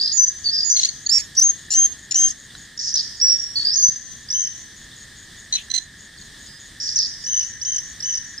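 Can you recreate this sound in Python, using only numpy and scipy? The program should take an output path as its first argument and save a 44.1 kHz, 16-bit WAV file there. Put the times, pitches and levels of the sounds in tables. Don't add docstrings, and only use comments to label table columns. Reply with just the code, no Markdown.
import sys
import numpy as np
from scipy import signal
from scipy.fft import rfft, irfft
from scipy.io import wavfile
from scipy.ndimage import uniform_filter1d

SR = 44100
rng = np.random.default_rng(int(sys.argv[2]) if len(sys.argv) > 2 else 0)


def ratio_of_db(decibels):
    return 10 ** (np.asarray(decibels, float) / 20)


def log_audio(samples):
    frames = np.atleast_2d(samples).T
    limited = np.clip(frames, -1, 1)
    pcm = np.round(limited * 32767).astype(np.int16)
    wavfile.write(sys.argv[1], SR, pcm)


N = 370440


def level(x, db):
    return x * ratio_of_db(db) / np.sqrt(np.mean(np.abs(x) ** 2))


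def band(x, lo_hz, hi_hz):
    return signal.sosfilt(signal.butter(2, [lo_hz, hi_hz], "band", fs=SR, output="sos"), x)


def flutter(hz):
    size = N // 8 + 2
    noise = rng.standard_normal(size) + 1j * rng.standard_normal(size)
    slow = signal.sosfilt(signal.butter(4, hz, fs=SR / 8, output="sos"), noise)
    return level(np.interp(np.arange(N) / 8, np.arange(size), slow), 0)


def joined(a, b):
    return abs(a[0] + a[1] - b[0]) < .0015 and abs(a[3] / b[2] - 1) < .04


# (from [s], to [s], level under the note [dB])
OCTAVE_DOWN = [(1.47, 1.6, -38), (1.742, 2.1, -24.5), (2.149, 2.4, -22), (4.339, 4.6, -19.5),
               (7.258, 8.3, -21)]
# (from [s], to [s])
WARBLED = [(0, .12), (.56, .64), (.69, .82), (1.74, 1.77), (2.15, 2.225), (3.64, 3.76)]


def bird(notes, perch, partials, edge_s, waver, breath):
    out, phase = np.zeros((2, N + SR), complex), 0.
    port_hz, pan_db, lead = np.transpose(perch)
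    patchy_db = 5 * flutter(hz=45).real
    for k, row in enumerate(notes):
        s, length, hz0, hz1, db0, db1 = row
        tied = k > 0 and joined(notes[k - 1], row)
        if tied:
            hz0, db0 = notes[k - 1][3], notes[k - 1][5]
        size = int(length * SR) + 2
        hz = np.linspace(hz0, hz1, size)
        gain = ratio_of_db(np.linspace(db0, db1, size))
        rise = np.clip(np.arange(size) / SR / min(edge_s, length / 2), 0, 1)
        fade = np.sin(np.pi / 2 * rise) ** 2
        if not tied:
            start, gain = int(s * SR), gain * fade
        if k + 1 == len(notes) or not joined(row, notes[k + 1]):
            gain = gain * fade[::-1]
        if any(t0 <= s < t1 for t0, t1 in WARBLED):
            shake = np.sin(2 * np.pi * 170 * (start + np.arange(size)) / SR)
            hz, gain = hz + 110 * shake, gain * (1 + .3 * shake)
        turn = phase + 2 * np.pi * np.cumsum(hz) / SR
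        low_db = patchy_db[start:start + size] - np.clip((5850 - hz) / 30, 0, 30)
        half = [(.5, db + low_db) for t0, t1, db in OCTAVE_DOWN if t0 < s < t1]
        for multiple, db in list(partials) + half:
            heard = np.maximum(multiple, 1) * hz
            pan = np.interp(heard, port_hz, pan_db) * np.log(10) / 40
            side = pan + .5j * np.interp(heard, port_hz, lead)
            ports = np.exp([side, -side]) / np.sqrt(np.cosh(2 * pan))
            out[:, start:start + size] += ratio_of_db(db) * gain * np.exp(1j * multiple * turn) * ports
        start, phase = start + size, turn[-1]
    under = np.exp(-2j * np.pi * 500 * np.arange(N) / SR)
    skirt = under * np.array([flutter(hz=770), flutter(hz=740)])
    rough = 1 + waver * flutter(hz=265) + breath * skirt
    return (out[:, :N] * rough).real


def sung(notes, settle_s, soft_db, swell_s, sag_db_s):
    rows = []
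    for s, length, hz0, hz1, db in notes:
        t = np.linspace(0, length, int(np.ceil(length / .006)) + 1)
        hz = hz1 + (hz0 - hz1) * np.exp(-t / settle_s)
        soft = np.exp(-t / swell_s) + np.exp((t - length) / .0019)
        loud = db - soft_db * soft - sag_db_s * t
        rows += zip(s + t[:-1], np.diff(t), hz[:-1], hz[1:], loud[:-1], loud[1:])
    return rows


# (time [s], length [s], start pitch [Hz], settled pitch [Hz], level [dB])
SONG_STEPS = [(.121, 0.061, 5364, 6830, -15.5), (.175, .051, 6700, 6110, -7.5),
              (.226, .032, 6066, 6077, -15), (.274, .022, 6099, 6256, -13.5), (.441, .018, 4900, 4560, -21),
              (.456, .027, 4560, 4550, -11), (.485, .016, 4500, 4550, -10), (.514, 0.052, 4933, 5033, -15),
              (.636, .009, 5000, 6100, -24), (.645, .075, 6750, 6800, -15), (.699, .022, 5800, 6094, -7.5),
              (.722, .082, 6130, 6190, -13.5), (3.555, .036, 4512, 4503, -14),
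              (3.595, 0.019, 4394, 4500, -12), (3.62, .014, 4500, 4500, -16.5),
              (3.712, .04, 5000, 5250, -15.5), (3.735, .018, 5500, 6100, -14.5),
              (3.755, .028, 5000, 6500, -10.5), (3.785, .01, 6400, 6400, -3.5),
              (3.798, .02, 6400, 6417, -10.5), (3.824, .055, 6360, 6080, -8), (3.882, .02, 6330, 6100, -11),
              (3.212, .056, 5000, 5717, -8), (3.317, .038, 5500, 5595, -10)]


def song_notes():
    return sung(SONG_STEPS, settle_s=.0045, soft_db=4, swell_s=0.016, sag_db_s=42.5)


# (time [s], pitch [Hz], level [dB])
STUTTERED_PIPS = [(0.01, 4900, -10.5), (.031, 4900, -12), (.043, 5000, -13.5), (0.054, 5050, -12),
                  (.073, 5050, -19.5), (.093, 4950, -13), (.114, 4950, -17.5), (0.565, 5050, -8.5),
                  (0.574, 5000, -17.5), (0.586, 5000, -11.5), (.602, 4900, -8), (.629, 5000, -9),
                  (3.648, 4850, -7), (3.668, 4950, -7), (3.683, 4900, -14), (3.701, 4950, -11),
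                  (8.377, 5250, -24.5)]


def pip_notes():
    pips = [(s, .012, .94 * hz, hz, db) for s, hz, db in STUTTERED_PIPS]
    return sung(pips, settle_s=.004, soft_db=2.0, swell_s=0.002, sag_db_s=111.5)


# (time [s], length [s], plateau pitch [Hz], level [dB])
SCOOPED_WHISTLES = [(2.775, .009, 6300, -18.5), (3.198, .011, 5700, -15), (4.285, 0.012, 5757, -21),
                    (4.301, .021, 6100, -13), (4.322, 0.056, 6136, -13), (7.239, 0.02, 6000, -20.5),
                    (7.259, .025, 6145, -17), (7.613, .027, 6105, -17), (7.648, 0.055, 6205, -16),
                    (8.002, 0.012, 6000, -18), (8.023, 0.027, 6050, -17.5), (8.044, .055, 6130, -17)]


def whistle_notes():
    scoops = [(s, length, .76 * hz, hz, db) for s, length, hz, db in SCOOPED_WHISTLES]
    return sung(scoops, settle_s=.005, soft_db=7, swell_s=0.033, sag_db_s=41)


# (time [s], length [s], start pitch [Hz], settled pitch [Hz], level [dB])
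CARRIED_ON = [(0, .008, 4350, 4700, -21), (3.357, .018, 5617, 5500, -17), (4.375, .063, 6250, 6222, -23),
              (7.283, .054, 5750, 6200, -21.5), (7.34, 0.017, 5950, 6150, -19),
              (7.36, .012, 5907, 6220, -20.5), (7.374, 0.014, 6270, 6046, -18.5),
              (7.7, .012, 6290, 5990, -31), (7.716, .012, 6240, 6120, -24), (8.1, .011, 6044, 5947, -20),
              (8.112, .016, 6070, 6000, -26)]
# (time [s], length [s], start pitch [Hz], settled pitch [Hz], level [dB])
DEEP_CALLS = [
    (4.93, 0.013, 3743, 3546, -46),
    (6.175, .014, 4850, 4160, -43),
    (6.211, 0.018, 4775, 4140, -44),
    (6.467, 0.113, 5050, 5006, -45),
]


def held_notes():
    held = list(CARRIED_ON) + list(DEEP_CALLS)
    return sung(held, settle_s=0.00832, soft_db=-4.0, swell_s=.01, sag_db_s=1)


# (time [s], length [s], level [dB])
TRILL_ENDS = [
    (2.939, 0.01, -12),
    (2.955, .016, -13),
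    (6.958, .012, -12),
    (6.967, .018, -14.5),
    (6.987, .02, -12),
]


def drop_notes():
    drops = [(s, length, 6500, 4250, db) for s, length, db in TRILL_ENDS]
    return sung(drops, settle_s=.014, soft_db=-4.0, swell_s=0.0024, sag_db_s=155.5)


# (time [s], length [s], sweep rate [1/s], low pitch [Hz], high pitch [Hz], level [dB])
BUZZING_TRILLS = [
    (2.789, .145, 190, 4643, 6336, -24),
    (2.968, .05, 170, 4500, 5700, -16),
    (6.798, .15, 230, 4643, 6300, -23),
    (7.004, .055, 170, 4500, 5800, -17.5),
]


def trill_notes():
    rows = []
    for s, length, rate, lo_hz, hi_hz, db in BUZZING_TRILLS:
        for t, c in zip(np.arange(s, s + length, 1 / rate), rng.standard_normal((99, 4))):
            rising = t < s + .45 * length or c[2] > .6
            ends = (lo_hz + 130 * c[0], hi_hz + 130 * c[1])[::1 if rising else -1]
            rows.append((t + 0.0013 * c[2], .007, *ends, db + 2.2 * c[3], db + 1.3 * c[3]))
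    return rows


# (time [s], start pitch [Hz], level [dB])
CLOSING_FLICKS = [(4.436, 6300, -20), (4.446, 6170, -18), (4.466, 6210, -17.5), (7.391, 6193, -13),
                  (7.407, 6060, -17), (7.427, 6010, -19.5), (7.743, 6260, -21), (7.759, 6280, -15.5),
                  (7.78, 6170, -17), (8.131, 6180, -18.5), (8.15, 6030, -18), (8.172, 6140, -17.5)]


def flick_notes():
    rows = []
    for s, hz, db in CLOSING_FLICKS:
        rows.append((s, .007, hz, hz, db, db))
        rows.append((s + .007, .011, hz, .85 * hz, db, db - 11.5))
    return rows


# (time [s], hold [s], pitch [Hz], level [dB])
BOUNCED = [
    (3.266, .004, 5600, -12),
    (3.277, .009, 5700, -9),
    (3.296, .011, 5660, -9),
]


def bounce_notes():
    rows = []
    for s, hold, hz, db in BOUNCED:
        rows.append((s, .004, .92 * hz, hz, db - 5, db))
        rows.append((s + .004, hold, hz, hz, db, db - 3))
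        rows.append((s + .004 + hold, .007, hz, .86 * hz, db - 3, db - 12))
    return rows


# (frequency [Hz], left minus right [dB], left leads [rad])
FAR_PATH = [(4500, -1.5, 1.5), (5000, -0.5, 1.79), (5500, -5.5, -1.5), (6100, 3, -1.53), (6380, 0, -2),
            (6800, -27.5, -14)]


def far_bird():
    clean = song_notes() + pip_notes() + whistle_notes() + held_notes() + drop_notes()
    quick = trill_notes() + flick_notes() + bounce_notes()
    return (bird(clean, FAR_PATH, [(1, 0)], edge_s=0.003, waver=0.12, breath=0.09)
            + bird(quick, FAR_PATH, [(1, 0.0044)], edge_s=0.003, waver=0.25, breath=0.2))


# (time [s], pitch [Hz], level [dB])
CLOSE_CONTOURS = [
    [(1.091, 4404, -26), (1.097, 4560, -19), (1.109, 4963, -23), (1.121, 5407, -15), (1.163, 5480, -15),
     (1.168, 5480, -27), (1.173, 5485, -16), (1.181, 5488, -14), (1.187, 5499, -26)],
    [(1.365, 5012, -30), (1.373, 5730, -21), (1.379, 5820, -14), (1.391, 5952, -13), (1.399, 6044, -15),
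     (1.404, 6094, -30)],
    [(1.407, 5126, -28), (1.415, 5799, -13), (1.441, 6480, -15), (1.473, 6480, -14), (1.485, 6275, -24),
     (1.493, 6480, -15), (1.505, 6478, -15), (1.517, 6007, -33)],
    [(1.743, 5856, -22), (1.761, 6209, -17), (1.778, 6310, -13.5), (1.801, 6400, -13), (1.861, 6400, -14),
     (1.869, 6399, -34)],
    [(2.152, 5800, -24), (2.158, 5934, -15), (2.168, 6180, -20), (2.19, 6260, -17), (2.23, 6378, -17),
     (2.236, 6376, -13.5), (2.262, 6363, -16), (2.283, 6350, -20), (2.287, 6350, -30)],
]
# (time [s], length [s], start pitch [Hz], settled pitch [Hz], level [dB])
CLOSE_HELD = [
    (1.872, .012, 6360, 6350, -17),
    (2.302, .013, 6410, 6300, -9.5),
]
# (time [s], length [s], start pitch [Hz], settled pitch [Hz], level [dB])
OPENING_LINES = [
    (1.061, .014, 4100, 4650, -19),
    (1.062, .013, 6400, 6900, -16),
    (1.091, .016, 6300, 7250, -14.5),
    (1.125, .046, 6650, 6650, -28),
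    (1.178, .038, 6650, 6650, -28),
    (1.163, .007, 7200, 7250, -24),
    (1.181, .007, 7200, 7250, -25),
    (1.203, .007, 7200, 7250, -27),
]


def near_notes():
    contours = [(a[0], b[0] - a[0], a[1], b[1], a[2] + 4.5, b[2] + 4.5)
                for call in CLOSE_CONTOURS for a, b in zip(call, call[1:])]
    held = sung(CLOSE_HELD, settle_s=0.025, soft_db=11, swell_s=0.02, sag_db_s=30)
    opening = sung(OPENING_LINES, settle_s=0.005, soft_db=4, swell_s=0.003, sag_db_s=32)
    return contours + held + opening


# (frequency [Hz], left minus right [dB], left leads [rad])
NEAR_PATH = [(4400, -11, -0.41), (5400, -9, 0.85), (5800, 0.5, 1), (6400, 2, 0.96), (6900, 4.5, 0.98)]
# (time [s], length [s], top line [Hz], level [dB])
CHATTER_NOTES = [
    (1.704, .01, 7050, -19),
    (1.714, .02, 7200, -19),
    (1.735, .01, 7150, -18),
    (2.109, .009, 7100, -18),
    (2.118, .01, 7000, -16.5),
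    (2.143, .011, 7050, -14),
]
# (multiple of the top line, level [dB])
CHATTER_STACK = [(0.398, -23.5), (0.602, -13), (0.8, -2), (1.001, 1)]


def near_bird():
    calls = bird(near_notes(), NEAR_PATH, [(1, 1.0)], edge_s=0.005, waver=0.13, breath=0.09)
    chips = [(s, length, .93 * hz, hz, db) for s, length, hz, db in CHATTER_NOTES]
    chatter = sung(chips, settle_s=0.0015, soft_db=1.5, swell_s=.003, sag_db_s=49)
    return calls + bird(chatter, NEAR_PATH, CHATTER_STACK, edge_s=.003, waver=.3, breath=0.18)


# (time [s], length [s], start pitch [Hz], settled pitch [Hz], level [dB])
EARLY_RASPS = [
    (.761, .017, 4350, 4200, -19),
    (.79, .014, 4200, 4180, -17),
    (.831, 0.01, 3847, 4276, -13),
    (.846, .012, 3880, 4630, -13.5),
    (.886, 0.012, 4390, 4380, -20),
    (5.524, .012, 4150, 4000, -24),
    (5.535, .011, 4200, 4000, -23),
    (5.551, .014, 4150, 4050, -24),
    (5.565, .008, 3950, 3450, -31),
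]
LATE_RASPS = [
    (5.699, .011, 4000, 4050, -30),
    (5.71, .011, 4100, 4050, -18),
    (5.736, .012, 4100, 3950, -18),
    (5.746, .011, 4350, 4080, -20),
    (5.757, .014, 4250, 4050, -20),
    (5.775, .016, 4200, 4050, -20),
]
# (frequency [Hz], left minus right [dB], left leads [rad])
EARLY_PATH = [(4000, -2.5, -2), (6100, 5.5, -2.5)]
LATE_PATH = [(4000, -8.5, 0.3), (6100, -9, 1)]
# (multiple of the note, level [dB])
RASP_STACK = [(.5, -16), (1, 5), (1.5, 3.5), (2, -15)]


def rasping():
    out = np.zeros((2, N))
    for rasps, path in ((EARLY_RASPS, EARLY_PATH), (LATE_RASPS, LATE_PATH)):
        notes = sung(rasps, settle_s=0.0051, soft_db=7, swell_s=0.0026, sag_db_s=46.5)
        out += bird(notes, path, RASP_STACK, edge_s=0.0048, waver=0.3, breath=0.16)
    return out


# (time [s], length [s], low edge [Hz], high edge [Hz], level [dB])
PUFFS = [(.0, 0.15, 3820, 5680, -30), (0.753, .14, 3070, 7340, -31), (1.106, .114, 6900, 7700, -33),
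         (1.11, .11, 4250, 5300, -30), (1.385, .068, 7500, 8100, -42), (2.15, .09, 5400, 7200, -27),
         (1.1, .12, 3000, 9800, -41), (1.347, .03, 3600, 8500, -39), (1.7, .19, 3800, 9800, -44),
         (2.14, .19, 3800, 9800, -41), (.51, .135, 4300, 6100, -29), (5.52, .05, 2800, 9000, -46),
         (5.733, .06, 2800, 9000, -43), (1.745, .05, 5500, 7200, -28), (1.348, 0.098, 4640, 6340, -28),
         (1.697, 0.08, 4000, 7800, -32.5), (2.111, 0.014, 2390, 7750, -32), (2.2, .135, 5000, 7100, -32),
         (2.943, 0.097, 3690, 6100, -30), (5.552, 0.08, 2420, 3900, -41.5), (6.968, 0.11, 4210, 5800, -26),
         (2.79, 0.14, 4660, 6900, -30.5), (6.8, 0.2, 4680, 7050, -36), (1.359, 0.079, 7050, 14300, -45),
         (1.136, 0.093, 1885, 2780, -45), (1.707, .06, 12000, 14200, -57), (2.15, 0.072, 13500, 14500, -53)]


def hoarse():
    out, chop = np.zeros((2, N)), ratio_of_db(2.7 * flutter(hz=155).real)
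    for s, length, lo_hz, hi_hz, db in PUFFS:
        start, size = int(s * SR), int(length * SR)
        noise = rng.standard_normal((2, size)) + rng.standard_normal(size)
        puff = band(band(noise, lo_hz, hi_hz), lo_hz, hi_hz) * chop[start:start + size]
        out[:, start:start + size] += level(puff, db) * signal.windows.tukey(size, .35)
    return out


def leaves(x, t60, db):
    t = np.arange(SR) / SR
    tail = rng.standard_normal((2, SR)) * 1000. ** (-t / t60) * np.clip(t / 0.011, 0, 1)
    tail *= ratio_of_db(db) / np.sqrt(np.sum(tail ** 2, axis=1, keepdims=True))
    return x + signal.fftconvolve(x, tail, axes=1)[:, :N]


# (time [s], width [ms], level change [dB])
LOUDNESS_SWELLS = [(0.028, 3.0, 8.0), (0.08, 7.0, 3.5), (0.173, 2.0, 6.5), (0.196, 4.5, 3.0), (0.239, 7.0, 7.5),
                   (0.283, 2.0, 6.0), (0.505, 3.0, 8.0), (0.727, 4.5, 3.0), (0.821, 7.0, 4.0),
                   (0.857, 2.0, 5.0), (1.402, 2.0, 6.0), (1.424, 2.0, 4.5), (1.738, 11.0, 3.0),
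                   (1.927, 7.0, 8.0), (2.16, 3.0, 3.0), (2.796, 4.5, 7.0), (2.88, 11.0, 3.5), (2.952, 2.0, 8.0),
                   (3.275, 2.0, 4.0), (3.319, 2.0, 5.0), (3.328, 2.0, 4.5), (3.616, 2.0, 8.0),
                   (3.665, 2.0, 8.0), (3.683, 2.0, 8.0), (3.698, 3.0, 7.5), (3.797, 2.0, 7.5),
                   (3.822, 3.0, 8.0), (3.844, 7.0, 4.0), (3.886, 4.5, 4.0), (4.402, 11.0, 3.5),
                   (4.423, 3.0, 5.0), (5.523, 7.0, 6.5), (5.548, 2.0, 8.0), (5.548, 11.0, 8.0),
                   (5.583, 11.0, 8.0), (5.748, 2.0, 5.5), (6.892, 2.0, 8.0), (7.05, 2.0, 7.5),
                   (7.334, 7.0, 4.5), (7.373, 3.0, 8.0), (7.39, 2.0, 8.0), (7.705, 3.0, 8.0),
                   (7.733, 11.0, 3.5), (7.734, 7.0, 8.0), (8.098, 2.0, 8.0), (8.128, 2.0, 8.0),
                   (8.145, 3.0, 6.5)]
# (time [s], width [ms], level change [dB])
LOUDNESS_DIPS = [(0.047, 7.0, -3.5), (0.099, 4.5, -4.0), (0.179, 2.0, -4.0), (0.214, 4.5, -2.0),
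                 (0.255, 2.0, -6.0), (0.345, 11.0, -8.0), (0.411, 11.0, -6.0), (0.524, 4.5, -8.0),
                 (0.572, 3.0, -9.5), (0.594, 3.0, -4.5), (0.608, 3.0, -5.0), (0.637, 2.0, -7.0),
                 (0.708, 2.0, -4.0), (1.08, 3.0, -10.0), (1.361, 2.0, -10.0), (1.41, 4.5, -3.0),
                 (1.769, 7.0, -3.0), (1.815, 11.0, -2.5), (1.839, 2.0, -3.5), (2.151, 3.0, -4.0),
                 (2.27, 7.0, -3.5), (3.022, 4.5, -9.5), (3.28, 2.0, -4.0), (3.335, 2.0, -5.5),
                 (3.374, 11.0, -6.5), (3.609, 2.0, -8.5), (3.652, 3.0, -5.5), (3.676, 3.0, -4.5),
                 (3.709, 2.0, -7.0), (3.789, 2.0, -5.0), (3.949, 11.0, -4.5), (3.999, 11.0, -6.5),
                 (4.046, 11.0, -7.0), (4.469, 2.0, -8.0), (5.542, 2.0, -5.0), (6.94, 7.0, -4.5),
                 (7.049, 11.0, -5.0), (7.399, 3.0, -4.5), (8.108, 4.5, -4.0), (8.135, 2.0, -5.5)]


def swells_and_dips():
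    t, path_db = np.arange(N) / SR, np.zeros(N)
    for s, width_ms, db in list(LOUDNESS_SWELLS) + list(LOUDNESS_DIPS):
        close = slice(max(int((s - .05) * SR), 0), int((s + .05) * SR))
        path_db[close] += db * np.exp(-.5 * ((t[close] - s) * 1000 / width_ms) ** 2)
    return ratio_of_db(path_db)


# (frequency [Hz], level [dB])
WHINE_LINES = [(10150, 1), (11542, 3)]
# (time [s], length [s], level [dB])
WHINE_SPANS = [(1.09, .13, -56), (1.21, .1, -66), (1.365, .075, -55), (1.7, .185, -58), (2.105, .03, -58),
               (2.145, .095, -57), (2.245, .08, -63), (5.52, .1, -64), (5.74, .035, -58)]


def whine():
    t, gate, out = np.arange(N) / SR, np.zeros(N), np.zeros(N)
    for s, length, db in WHINE_SPANS:
        gate += ratio_of_db(db) * np.clip(np.minimum(t - s, s + length - t) / .01, 0, 1)
    for hz, db in WHINE_LINES:
        out += ratio_of_db(db) * gate * (1 + .3 * flutter(hz=15).real) * np.sin(2 * np.pi * hz * t)
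    return out


# (time [s], level [dB])
DRONE = [
    (0.0, -49.5),
    (6.78, -48.5),
    (8.4, -44.5),
]


def cicadas():
    phase = np.cumsum(139.57 * (1 + .002 * flutter(hz=3).real)) / SR
    clicks = np.diff(np.floor(phase), prepend=0)
    solo = level(band(clicks, 1704, 1926), -5.5) + level(band(clicks, 1220, 2100), -14.5)
    chorus = band(band(rng.standard_normal(N), 1650, 1896), 1370, 2430) * ratio_of_db(2.0 * flutter(hz=60).real)
    return (solo + level(chorus, -1.87)) * ratio_of_db(np.interp(np.arange(N) / SR, *np.transpose(DRONE)))


# (time [s], chirps counted so far)
CHIRP_COUNT = [(0, -12.2), (2.42, 0), (4.6, 11), (5.41, 15), (6.64, 21), (8.4, 29.45)]


def cricket():
    t = np.arange(N) / SR
    beat = (np.interp(t, *np.transpose(CHIRP_COUNT)) + .5) % 1 - .5
    chirp = np.clip((.27 - np.abs(beat)) / 0.082, 0, 1)
    strokes = np.exp(-(140.0 * t % 1) / 0.38) * ratio_of_db(2.5 * flutter(hz=25).real)
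    wing = np.exp(2j * np.pi * 6650 * t) * (1 + 1.5 * flutter(hz=300))
    swell = ratio_of_db(np.interp(t, [6.6, 7.8], [0, 4]))
    return level(band(chirp * strokes * wing.real, 6580, 7720), -51.0) * swell


def katydids():
    ticking = ratio_of_db(6.1 * flutter(hz=29.8).real)
    return level(band(rng.standard_normal(N), 3400, 3700) * ticking, -58.5)


# (time [s], frequency [Hz], ring [ms], level [dB])
KNOCK_HITS = [
    (2.551, 1500, 9.3, -34),
    (2.552, 4000, 12, -29.5),
    (3.889, 167, 11, -25),
]


def knocks():
    out, t = np.zeros(N), np.arange(2000) / SR
    for s, hz, ring_ms, db in KNOCK_HITS:
        hit = ratio_of_db(db) * np.exp(-t * 3000 / ring_ms) * np.sin(2 * np.pi * hz * t)
        out[int(s * SR):][:len(t)] += hit
    return out


# (frequency [Hz], level per Hz [dB])
AIR_COLOUR = [(15, -16.5), (30, -1.5), (66, -1.5), (232, -5.5), (443, -15), (700, -18), (1330, -18),
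              (2600, -24), (3300, -8.5), (6000, -13), (7600, -14), (9400, -15.5), (10100, -32),
              (14800, -29), (15600, -50)]
# (frequency [Hz], likeness [0-1])
AIR_SHARED = [(150, 1), (300, 0.96), (600, 0.05), (1200, 0.37), (3000, 0.95), (8000, 0.24), (13000, 0.4)]


def air():
    log_hz = np.log(np.arange(1, N // 2 + 2) * SR / N)
    colour_hz, colour_db = np.transpose(AIR_COLOUR)
    like_hz, likeness = np.transpose(AIR_SHARED)
    colour = ratio_of_db(np.interp(log_hz, np.log(colour_hz), colour_db))
    like = np.clip(np.interp(log_hz, np.log(like_hz), likeness), 0, 1)
    mid = irfft(rfft(rng.standard_normal(N)) * colour * np.sqrt(1 + like), N)
    side = irfft(rfft(rng.standard_normal(N)) * colour * np.sqrt(1 - like), N)
    gusts = level(band(rng.standard_normal(N), 40, 160) * ratio_of_db(3.5 * flutter(hz=4).real), -57)
    breeze = np.array([mid + side, mid - side]) * ratio_of_db(1.9 * flutter(hz=4.4).real)
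    return level(breeze, -45.5) + gusts


def scene():
    far = leaves(far_bird(), t60=0.79, db=-8)
    near = leaves(near_bird() + rasping() + hoarse(), t60=0.24, db=-15)
    birds = (far + near) * swells_and_dips() + whine()
    cricket_left = cricket() * ratio_of_db(np.array([[1.5], [-1.5]]))
    insects = cicadas() + katydids() + cricket_left
    return birds + insects + knocks() + air()


def starve(x, margin_db, slope_db):
    hz, _, frames = signal.stft(x, SR, nperseg=1024)
    power = np.sum(np.abs(frames) ** 2, axis=0)
    away_khz = np.abs(hz[:, None] - hz[power.argmax(axis=0)]) / 1000
    bar = power.max(axis=0) * ratio_of_db(-2 * (margin_db + slope_db * away_khz))
    keep = np.clip(uniform_filter1d(power, size=16, axis=0) / (bar + 1e-18), 0, 1) ** 3
    on_whine = np.any([abs(hz - line) < 90 for line, _ in WHINE_LINES], axis=0)
    spared = (hz < 2200) | on_whine
    return signal.istft(frames * np.where(spared[:, None], 1, keep), SR, nperseg=1024)[1][:, :N]


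def low_pass(x):
    return signal.sosfilt(signal.butter(12, 15480, fs=SR, output="sos"), x)


def record(dry):
    clean = starve(dry, margin_db=39, slope_db=4)
    rounded = .9 * np.tanh(clean / .9)
    return low_pass(rounded)


dry = scene()
out = record(dry)
log_audio(out)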